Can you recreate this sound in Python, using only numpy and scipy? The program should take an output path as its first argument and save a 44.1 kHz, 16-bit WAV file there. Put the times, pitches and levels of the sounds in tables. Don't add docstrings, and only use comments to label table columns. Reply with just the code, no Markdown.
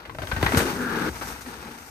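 import sys
import numpy as np
from scipy import signal
from scipy.fft import rfft, irfft
from scipy.io import wavfile

SR = 44100
rng = np.random.default_rng(int(sys.argv[2]) if len(sys.argv) > 2 else 0)


def wav_record(signal):
    frames = np.transpose(np.atleast_2d(signal))
    bounded = np.clip(frames, -1, 1)
    quanta = np.round(bounded * 32767).astype(np.int16)
    wavfile.write(sys.argv[1], SR, quanta)


N = 83790
T = np.arange(N) / SR


def amp(db):
    return 10 ** (np.asarray(db) / 20)


def unit(x):
    return x / np.sqrt(np.mean(x ** 2) + 1e-20)


def read(points, hz):
    f, value = np.transpose(points)
    return np.interp(np.log(hz + 1), np.log(f), value)


def curve(table, column):
    rows = np.array(table)
    return np.interp(T, rows[:, 0], rows[:, column])


def wander(hz):
    f = np.fft.rfftfreq(N, 1 / SR)
    smooth = rfft(rng.standard_normal(N)) / (1 + (f / hz) ** 4)
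    return unit(irfft(smooth, N))


def colour(x, points):
    log_gain = np.log(amp(read(points, abs(np.fft.fftfreq(4096, 1 / SR)))))
    taps = np.fft.ifft(np.exp(np.conj(signal.hilbert(log_gain)))).real[:2048]
    taps = taps / np.linalg.norm(taps)
    return signal.fftconvolve(x, taps[None], axes=1)[:, :N]


def pair(x, lag_s=0):
    # frequency in Hz, likeness of left and right from 0 to 1; near mono at the very top
    likeness = [(330, .99), (700, .75), (1700, .35), (3500, .6), (5000, .15), (10500, .2), (12500, .95)]
    # frequency in Hz, left over right in dB
    balance = [(60, 3.5), (700, 5.5), (1300, 6.5), (2300, 0.5), (4400, 6), (12500, 0)]
    f = np.fft.rfftfreq(2 * N, 1 / SR)
    a, b = rfft(x, 2 * N)
    same = np.clip(read(likeness, f), 0, 1)
    side = amp(read(balance, f) / 2)
    lag_share = np.interp(f, [700, 2000, 10000, 12000], [0, 1, 1, 0])
    late = np.exp(-2j * np.pi * f * lag_s * lag_share)
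    left = a * side
    right = late * (same * a + np.sqrt(1 - same ** 2) * b) / side
    return irfft(np.array([left, right]))[:, :N]


MIC_LAG_S = 0.000465


def grains(per_s, spread_db):
    size = amp(spread_db * np.minimum(rng.exponential(1, N), 4))
    clicks = size * (rng.random(N) < per_s / SR)
    return unit(clicks * rng.choice([-1, 1], (2, N)))


def burst(start, length, rise, decay, tail_db, tail):
    age = np.maximum(T - start, 0)
    late = np.maximum(age - length, 0)
    share = min(amp(tail_db), 1)
    fall = (1 - share) * np.exp(-late / decay) + share * np.exp(-late / tail)
    return np.minimum(age / rise, 1) * fall


def wind():
    # time in seconds, level in dB
    gust_level = [(0, -58), (.08, -46), (.3, -41.5), (.48, -27.5), (.62, -38), (.7, -48), (.88, -50),
                  (1.08, -42.5), (1.4, -52.5), (1.9, -55)]
    # frequency in Hz, relative level in dB per Hz
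    buffet = [(20, -33), (38, -8.5), (65, 4), (120, -7), (600, -54.5)]
    gusts = rng.standard_normal((2, N)) * amp(curve(gust_level, 1) + 2 * wander(hz=6.1))
    return pair(colour(gusts, buffet))


def tyres():
    # time in seconds, casing roar in dB, tread scrub in dB, grit crackle in dB
    roll = [(0, -54.5, -44, -67.5), (.16, -47, -59.5, -55), (.3, -49, -45.5, -45), (.4, -38.5, -36, -46.5),
            (.53, -33.5, -36, -36.5), (.6, -25.5, -29.5, -39), (.7, -33, -30.5, -40.5),
            (.77, -33, -37.5, -43.5), (.9, -35, -36, -47.5), (1.0, -30, -30, -42.5),
            (1.088, -30, -32.5, -44), (1.11, -45, -46.5, -46.5), (1.165, -47, -37.5, -43.5),
            (1.2, -49, -46, -45), (1.28, -42.5, -37.5, -41), (1.44, -54.5, -46.5, -55),
            (1.48, -46, -42, -49.5), (1.68, -45.5, -43, -51.5), (1.9, -58, -49.5, -49.5)]
    # frequency in Hz, relative level in dB per Hz
    casing_colour = [(60, -26), (140, -4), (270, -2), (480, -5.5), (620, -20.5), (3000, -68.5)]
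    tread_colour = [(250, -11.5), (640, -8.5), (880, 0), (1060, -5.5), (1500, -1), (2000, -7.5),
                    (3100, -12.5), (4500, -16), (8000, -30)]
    grit_colour = [(800, -30), (2500, 4.5), (3600, -11.5), (5000, 3.5), (8500, 4.5), (10300, -5),
                   (12000, 1.5), (14500, -10.5), (15500, -12)]
    ground = wander(hz=39.5)
    casing = grains(per_s=4000, spread_db=2.5) * amp(curve(roll, 1) + 0.8 * ground)
    tread = grains(per_s=5000, spread_db=2.0) * amp(curve(roll, 2) + 1.26 * ground)
    grit = grains(per_s=10000, spread_db=1.5) * amp(curve(roll, 3) + ground + wander(hz=250))
    layers = colour(casing, casing_colour) + colour(tread, tread_colour) + colour(grit, grit_colour)
    return pair(layers, lag_s=MIC_LAG_S)


def clatter():
    # start in seconds, level in dB, length in seconds, ring pitch in Hz
    knocks = [(.052, -38, 0.0071, 2060), (0.095, -38, 0.0059, 1040), (.147, -41, 0.0064, 610),
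              (0.185, -30.5, 0.0027, 662), (0.2184, -32.5, 0.0057, 640), (0.23, -38, 0.0098, 637),
              (0.271, -31, 0.0018, 3140), (.314, -28, 0.012, 1500), (.363, -30, 0.008, 1830),
              (0.427, -20.5, 0.0044, 318), (.463, -19, 0.0042, 1970), (0.491, -28.5, 0.0018, 2010),
              (0.5202, -25, 0.0041, 1330), (0.534, -29, 0.0019, 2580), (0.546, -20.5, 0.0021, 1450),
              (0.572, -19, 0.0021, 1410), (0.59, -24.5, 0.0027, 1680), (0.599, -23, 0.0086, 450),
              (1.211, -35.5, 0.013, 1300), (1.224, -39.5, 0.018, 780), (1.408, -45.5, 0.015, 1390),
              (1.46, -42.5, 0.0078, 1860)]
    # pitch in Hz, level in dB
    frame_modes = [(645, -7), (1545, 4), (2190, -24)]
    # frequency in Hz, relative level in dB per Hz
    frame_colour = [(80, -22), (300, 1), (1750, 1.5), (4300, -10.5), (6000, -21), (14000, -28)]
    rise_s, decay_s, tail_db, tail_s = 0.000511, 0.0018, -7.5, 0.029
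    strike_db, ring_db = 10.5, 7.5
    ring_width_hz, mode_width_hz = 88, 30
    out = np.zeros((2, N))
    for start, db, length, hz in knocks:
        ticks = grains(per_s=4500, spread_db=0.5)
        contacts = ticks * burst(start, length, rise_s, decay_s, tail_db, tail_s)
        contacts[:, round((start + 2 * rise_s) * SR)] += amp(strike_db)
        ring = signal.lfilter(*signal.iirpeak(hz, hz / ring_width_hz, SR), contacts)
        out += amp(db) * (contacts + amp(ring_db) * ring)
    frame = np.zeros((2, N))
    for hz, db in frame_modes:
        frame += amp(db) * signal.lfilter(*signal.iirpeak(hz, hz / mode_width_hz, SR), out)
    return pair(colour(out + frame, frame_colour), lag_s=MIC_LAG_S)


def thuds():
    # start in seconds, level in dB, final pitch in Hz
    impacts = [(0.188, -24.5, 66), (0.233, -25, 69), (0.33, -16, 56), (0.368, -21, 76.4), (.431, -10.5, 98),
               (0.466, -30, 57.5), (0.539, -9.5, 233), (0.557, -16, 174.5), (0.572, -7.5, 71.4),
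               (0.654, -17, 343), (1.468, -41.5, 208)]
    rise_s, decay_s = 0.0025, 0.0091
    bend_hz, bend_s = 99, 0.004
    out = np.zeros(N)
    for start, db, hz in impacts:
        age = np.maximum(T - start, 0)
        turns = hz * age + bend_hz * bend_s * (1 - np.exp(-age / bend_s))
        envelope = np.minimum(age / rise_s, 1) * np.exp(-age / decay_s)
        out += amp(db) * np.sin(2 * np.pi * turns) * envelope
    return out * amp([[1.5], [-1.5]])


def spray():
    # start in seconds, level in dB, length in seconds
    sprays = [(0.423, -36.5, .002), (0.569, -23, 0.0085), (1.27, -44.5, 0.05), (1.406, -44, 0.016),
              (1.466, -49, .004)]
    # frequency in Hz, relative level in dB per Hz
    spray_colour = [(500, -24), (2000, -1), (8500, 10.5), (10500, 0.5), (13000, 6), (16000, -12)]
    rise_s, decay_s, tail_db, tail_s = 0.0044, 0.009, -5, 0.056
    level = np.zeros(N)
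    for start, db, length in sprays:
        level += amp(db) * burst(start, length, rise_s, decay_s, tail_db, tail_s)
    shower = grains(per_s=12000, spread_db=2.5)
    return pair(colour(shower * level, spray_colour))


def knob_hum():
    # time in seconds, hum level in dB
    hum_level = [(.55, -56), (.66, -35.5), (.73, -47), (.8, -33), (1.0, -42.5), (1.15, -61), (1.44, -60),
                 (1.475, -40.5), (1.53, -61), (1.68, -49), (1.9, -61.5)]
    # frequency in Hz, relative level in dB per Hz
    hum_colour = [(100, -5), (260, 2), (480, -16.5), (1400, -25), (3000, -38)]
    near_per_s, far_per_s, passed_s, slowing_s = 345, 240, 0.48, 0.12
    slowing = np.exp(-np.maximum(T - passed_s, 0) / slowing_s)
    rate = far_per_s + (near_per_s - far_per_s) * slowing
    turns = np.cumsum(rate * (1 + 0.07 * wander(hz=87.9))) / SR
    slaps = np.diff(np.floor(turns), prepend=0)
    slaps = slaps * (1 + 0.17 * rng.standard_normal((2, N)))
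    return pair(colour(unit(slaps - slaps.mean()) * amp(curve(hum_level, 1)), hum_colour))


def carve():
    start_s, full_s, end_s, release_s = 0.71, 0.84, 1.09, 0.0023
    level_db, pitch_hz, sag_hz_per_s, width_hz = -32.5, 1526, 210, 390
    swell = np.clip((T - start_s) / (full_s - start_s), 0, 1)
    release = np.exp(-np.maximum(T - end_s, 0) / release_s)
    turn = np.exp(2j * np.pi * np.cumsum(pitch_hz - sag_hz_per_s * (T - full_s)) / SR)
    slips = grains(per_s=9000, spread_db=0) / turn
    lowpass = signal.butter(2, width_hz / 2, fs=SR)
    rasp = (turn * signal.lfilter(*lowpass, slips)).real
    return pair(amp(level_db) * swell * release * unit(rasp))


def forest(x):
    level_db, decay_s = -16, 0.036
    tail = rng.standard_normal((2, N)) * np.exp(-T / decay_s)
    tail = tail / np.linalg.norm(tail[0])
    return amp(level_db) * signal.fftconvolve(x, tail, axes=1)[:, :N]


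def scene():
    air = wind()
    bike = tyres() + clatter() + spray() + knob_hum() + carve()
    return air + bike + forest(bike) + thuds()


def record(dry):
    notch_hz, notch_q, edge_hz = 7450, 12, 15500
    heard = signal.lfilter(*signal.iirnotch(notch_hz, notch_q, SR), dry)
    lowpass = signal.firwin(511, edge_hz, window=("kaiser", 9), fs=SR)
    return signal.oaconvolve(heard, lowpass[None], "same")


dry = scene()
out = record(dry)
wav_record(out)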